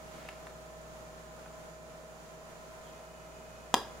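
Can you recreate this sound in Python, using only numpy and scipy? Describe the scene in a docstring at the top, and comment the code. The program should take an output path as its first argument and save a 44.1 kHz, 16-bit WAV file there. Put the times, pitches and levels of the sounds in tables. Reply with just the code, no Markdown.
"""A quiet playroom: an appliance hums and a hand-held camera's drive whines thinly over soft hiss.
Faint handling ticks and rustles come in the first 1.5 s; at 2.9 s a last rustle, and a whirr joins.
At 3.74 s a putter clicks once against a ball on the carpet. The steel head rings on faintly;
ceiling and walls answer with early echoes and a short diffuse tail."""
import sys
import numpy as np
from scipy import signal
from scipy.fft import rfft, irfft, next_fast_len
from scipy.io import wavfile
from scipy.ndimage import map_coordinates

SR = 44100
rng = np.random.default_rng(int(sys.argv[2]) if len(sys.argv) > 2 else 0)


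def waveform_to_disk(signal):
    """Save audio, clipped to [-1, 1], as 16-bit WAV at the path in sys.argv[1]."""
    frames = np.transpose(np.atleast_2d(signal))
    scaled = np.clip(frames, -1, 1) * 32767
    samples = np.round(scaled).astype(np.int16)
    wavfile.write(sys.argv[1], SR, samples)


N = 176400
TIME_S = np.arange(N) / SR

# Appliance motor fundamental: time_s, level_db
DEEP_HUM_LEVEL = [(0, -60), (.5, -59), (1.15, -58), (1.8, -61), (2.4, -63), (3.0, -61.5), (3.6, -59),
                  (4, -58.5)]
# Appliance motor tones: pitch_hz, level_db, pan_db
HUM_TONES = [(158.7, -63.5, -1.5), (168.2, -68, 0), (176, -70.5, -4), (231, -68.5, -0.5), (316, -75.5, -2),
             (385, -69.5, -3), (477.3, -67, -4), (506, -72, 1), (584, -72, 2), (601, -67, 5),
             (630.4, -54.5, -2), (657.7, -62, 6), (796, -69.5, -9), (1020, -70, -6), (1773, -77, -12)]
# Motor speed drift: time_s, speed_ratio
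HUM_SPEED = [(0, .9995), (1.5, 1.0), (2.6, 1.0035), (4, 1.003)]
# Shared level drift of the motor tones: time_s, gain_db
HUM_GAIN = [(0, 0), (.4, 0), (1.7, 0), (2.2, -1.5), (3.1, -1.5), (3.6, -2.5), (4, -1)]
# Camera drive tones: pitch_hz, level_db
WHINE_TONES = [(2380, -84.5), (5990, -85), (6293, -93), (6595, -86.5), (6955, -83.5), (7052, -88),
               (7149, -81), (9528, -89.5), (12750, -91)]
# Air and hiss spectrum: freq_hz, gain_db
AIR_SPECTRUM = [(22, -4), (40, -4), (90, -7), (170, -0.5), (280, -3.5), (450, -0.5), (650, -1), (880, -4.5),
                (1030, 0), (1130, -7.5), (1300, -1), (1550, -7.5), (2400, -13), (4000, -17.5), (5600, -18),
                (7000, -16), (8000, -22), (10500, -23.5), (12000, -28), (15500, -28)]
# Air level drift: time_s, gain_db
AIR_GAIN = [(0, 2), (.25, 2.5), (.6, 1.2), (1.45, 1), (2, 1.16), (3.6, 1), (4, 2)]
# Air stereo likeness: freq_hz, correlation
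AIR_CORRELATION = [(60, 0.23), (130, 0.45), (290, -0.068), (640, 0.78), (1410, -0.25), (3100, -0.11),
                   (6820, 0.037), (15000, 0.41)]
# Air stereo balance: freq_hz, pan_db
AIR_PAN = [(100, 0), (1300, -0.5), (4400, -2.5), (8000, -5), (15000, 0.5)]
# Rubs of hands and clothes: peak_s, level_db, centre_hz, half_width_s, q
RUSTLES = [(0.26, -60, 2180, 0.15, 1.3), (0.474, -59, 706, 0.055, 1.6), (1.342, -59, 385, .025, 3.6),
           (1.42, -64, 1210, 0.096, 6.7), (2.883, -64, 3170, .035, 21)]
# Handling ticks: start_s, level_db, centre_hz, t60_s
TICKS = [(0.2869, -39.5, 1010, 0.021), (0.2885, -36, 2220, 0.019), (0.4693, -37.5, 1410, 0.011),
         (0.475, -43, 330, 0.057), (1.3927, -44.5, 1150, 0.027), (1.459, -47.5, 1290, .04)]
# Ceiling, wall and furniture echoes: delay_s, gain_db, cutoff_hz, left_lag_s
ECHOES = [(.004, -6.5, 4500, .00001), (.0098, -37, 1530, -.0001), (0.0126, -14.5, 9000, .0001),
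          (0.0195, -31, 6000, -.0002), (0.0233, -18, 3500, .0001), (.0262, -20.5, 9000, -.0001),
          (.0322, -25, 1500, .0002), (.0395, -21, 5000, -.0002), (0.0448, -40, 1800, .0001)]
# Room tail decay: freq_hz, t60_s
ROOM_T60 = [(150, 0.48), (400, 0.27), (1000, 0.4), (3500, 0.38), (8000, 0.23), (15000, 0.33)]
# Room tail colour: freq_hz, gain_db
ROOM_SPECTRUM = [(100, -18.5), (200, -11), (350, -3), (600, -4.5), (950, -14.5), (1400, -6), (2200, -13.5),
                 (3300, -13.5), (5000, -5), (6500, -12), (9000, -7), (15000, -13.5)]
# Room tail stereo likeness: freq_hz, correlation
ROOM_CORRELATION = [(150, 1), (600, 0.84), (1400, 1), (3000, 0.23), (15000, 1)]
# Faint whirr tones: pitch_hz, level_db
WHIRR_TONES = [(2052, -79.5), (2502, -75), (2922, -79)]
# Ball and putter head modes: pitch_hz, level_db, t60_s, pan_db
PUTT_MODES = [(255, -34, 0.031, 2), (430, -42, 0.028, -1), (960, -6.5, 0.009, -2.5),
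              (1612, -25.5, 0.016, -1), (2410, -21, 0.011, -2), (2880, -25, 0.03, 2),
              (3230, -16.5, 0.015, 5), (3420, -46, 0.3, 0), (3650, -42, .016, 2), (4720, -48.5, .28, 2),
              (4910, -24, 0.012, 11), (5200, -56, 0.23, 1), (6280, -26.5, .011, 14),
              (7200, -22, 0.0062, -3)]
# Contact noise spectrum: freq_hz, gain_db
CRACK_SPECTRUM = [(300, -12), (2000, 10.5), (4000, 7.5), (7000, 2.5), (10000, -4), (12500, -3.5),
                  (15000, -1), (16500, -7)]


def amp(db):
    """Decibels to gain."""
    return 10 ** (np.asarray(db) / 20)


def unit_rms(x):
    """Scale to rms 1."""
    return x / np.sqrt(np.mean(x ** 2) + 1e-20)


def pan(db):
    """Stereo gains, left over right by db."""
    return amp(np.array([[.5], [-.5]]) * db)


def at_freq(points, hz):
    """Interpolate on a log frequency axis."""
    freqs_hz, values = np.transpose(points)
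    return np.interp(np.log(hz + 1), np.log(freqs_hz + 1), values)


def curve(points):
    """Interpolate over time, per sample."""
    return np.interp(TIME_S, *np.transpose(points))


def wobble(knots_per_s):
    """Smooth random curve."""
    return map_coordinates(rng.standard_normal(512), [TIME_S * knots_per_s], mode="wrap")


def decay(start_s, t60_s):
    """Step up, then exponential fall."""
    age_s = TIME_S - start_s
    return (age_s >= 0) * np.exp(-np.log(1000) * np.maximum(age_s, 0) / t60_s)


def filtered(x, response):
    """Apply a complex frequency response."""
    size = next_fast_len(N + SR // 2)
    return irfft(rfft(x, size) * response(np.fft.rfftfreq(size, 1 / SR)), size)[..., :N]


def stereo_noise(correlation):
    """White noise with left-right correlation set per frequency."""
    def mid_side_gains(hz):
        angle = np.arccos(np.clip(at_freq(correlation, hz), -1, 1)) / 2
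        return np.array([np.cos(angle), np.sin(angle)])
    mid, side = filtered(rng.standard_normal((2, N)), mid_side_gains)
    return np.array([mid + side, mid - side])


def band_noise(centre_hz, q, cutoff_hz=7000):
    """Stereo noise in one resonance, treble softened, rms 1."""
    def response(hz):
        resonance = 1j * hz / (centre_hz ** 2 - hz ** 2 + 1j * hz * centre_hz / q)
        return resonance / (1 + 1j * hz / cutoff_hz)
    return unit_rms(filtered(stereo_noise([(1000, .66)]), response))


def wavering_tones(tones, flutter_db, drift_rad):
    """Sines with random level and phase wobble."""
    total = 0
    for hz, db in tones:
        gain = np.sqrt(2) * amp(db + flutter_db * wobble(11))
        total += gain * np.sin(2 * np.pi * hz * TIME_S + drift_rad * wobble(40))
    return total


def deep_hum(pitch_hz=59, octave_db=-10):
    """Appliance motor turning near mains rate, plus its octave."""
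    phase = 2 * np.pi * pitch_hz * TIME_S
    return np.sqrt(2) * amp(curve(DEEP_HUM_LEVEL)) * (np.sin(phase) + amp(octave_db) * np.sin(2 * phase))


def motor_hum(flutter_db=.43, drift_rad=.19, left_lag_s=.00006):
    """Motor tones drift together with speed; close neighbours beat."""
    motor_time_s = np.cumsum(curve(HUM_SPEED)) / SR + np.array([[-.5], [.5]]) * left_lag_s
    tones = 0
    for hz, db, pan_db in HUM_TONES:
        gain = pan(pan_db) * amp(db + flutter_db * wobble(5.16))
        phase = 2 * np.pi * (hz * motor_time_s + rng.random()) + drift_rad * wobble(3.91)
        tones += gain * np.sin(phase)
    return np.sqrt(2) * amp(curve(HUM_GAIN)) * tones


def drive_whine(pan_db=-20.5):
    """Thin tones of the camera drive, far to the right."""
    return pan(pan_db) * wavering_tones(WHINE_TONES, flutter_db=2, drift_rad=.4)


def air(base_db=-53, flutter_db=.85, top_hz=15800):
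    """Soft room air and microphone hiss."""
    def response(hz):
        return (hz < top_hz) * amp(at_freq(AIR_SPECTRUM, hz)) * pan(at_freq(AIR_PAN, hz))
    noise = unit_rms(filtered(stereo_noise(AIR_CORRELATION), response))
    return amp(base_db + curve(AIR_GAIN) + flutter_db * wobble(10)) * noise


def rustles():
    """Hands and clothes rub: band noise swells and fades."""
    return sum(amp(db) * np.exp(-((TIME_S - peak_s) / half_width_s) ** 2) * band_noise(hz, q)
               for peak_s, db, hz, half_width_s, q in RUSTLES)


def ticks(q=4.2):
    """Handling ticks: resonant noise bursts that die at once."""
    return sum(amp(db) * decay(start_s, t60_s) * band_noise(hz, q) for start_s, db, hz, t60_s in TICKS)


def early_echoes(x):
    """Distinct reflections, each dulled by its surface."""
    def response(hz):
        total = 0
        for delay_s, db, cutoff_hz, left_lag_s in ECHOES:
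            arrival_s = delay_s + np.array([[.5], [-.5]]) * left_lag_s
            total += amp(db) * np.exp(-2j * np.pi * hz * arrival_s) / (1 + 1j * hz / cutoff_hz)
        return total
    return filtered(x, response)


def room_tail(x, build_s=.018):
    """Diffuse sound builds up, then each frequency dies at its own rate."""
    hz, frame_s, spectra = signal.stft(stereo_noise(ROOM_CORRELATION)[:, :SR // 2], SR, nperseg=256)
    fade = np.exp(-np.log(1000) * frame_s / at_freq(ROOM_T60, hz)[:, None])
    tail = signal.istft(spectra * fade, SR, nperseg=256)[1]
    tail *= 1 - np.exp(-(TIME_S[:tail.shape[1]] / build_s) ** 2)
    tail /= np.linalg.norm(tail[0])
    wet = signal.fftconvolve(x.mean(0)[None], tail, axes=1)[:, :N]
    return filtered(wet, lambda hz: amp(at_freq(ROOM_SPECTRUM, hz)))


def whirr(start_s=2.9, beat_hz=28.6):
    """Faint flutter: each tone beats with a slightly higher twin."""
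    twins = [(hz + beat_hz, db) for hz, db in WHIRR_TONES]
    return (TIME_S > start_s) * wavering_tones(WHIRR_TONES + twins, flutter_db=1.5, drift_rad=.5)


def putt(start_s=3.7412, rise_s=.00006, crack_db=-21.5, low_cut_hz=177):
    """One hard contact: the ball clacks with a bright crack, the steel head rings on."""
    age_s = np.maximum(TIME_S - start_s, 0)
    ring = -sum(pan(pan_db) * amp(db) * decay(start_s, t60_s) * np.sin(2 * np.pi * hz * age_s)
                for hz, db, t60_s, pan_db in PUTT_MODES)
    noise = filtered(stereo_noise([(1000, .7)]), lambda hz: amp(at_freq(CRACK_SPECTRUM, hz)))
    crack = pan(db=2) * amp(crack_db) * unit_rms(noise) * decay(start_s, t60_s=.024)
    impact = (1 - np.exp(-age_s / rise_s)) * (ring + crack)
    # Bass below about 177 Hz is cut from the contact.
    return filtered(impact, lambda hz: -hz ** 2 / (low_cut_hz ** 2 - hz ** 2 + 1j * hz * low_cut_hz))


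def scene(handling_send_db=1.5):
    """Handling noises and putt in the room, over hum, whine and hiss."""
    click = putt()
    handling = ticks() + rustles()
    direct = handling + click
    background = deep_hum() + motor_hum() + whirr() + drive_whine() + air()
    tail = room_tail(click + amp(handling_send_db) * handling)
    return background + direct + early_echoes(direct) + tail


def record(dry, top_hz=16300, edge_hz=200):
    """Camera band limit: a steep low-pass."""
    return filtered(dry, lambda hz: np.clip((top_hz - hz) / edge_hz + .5, 0, 1))


dry = scene()
out = record(dry)
waveform_to_disk(out)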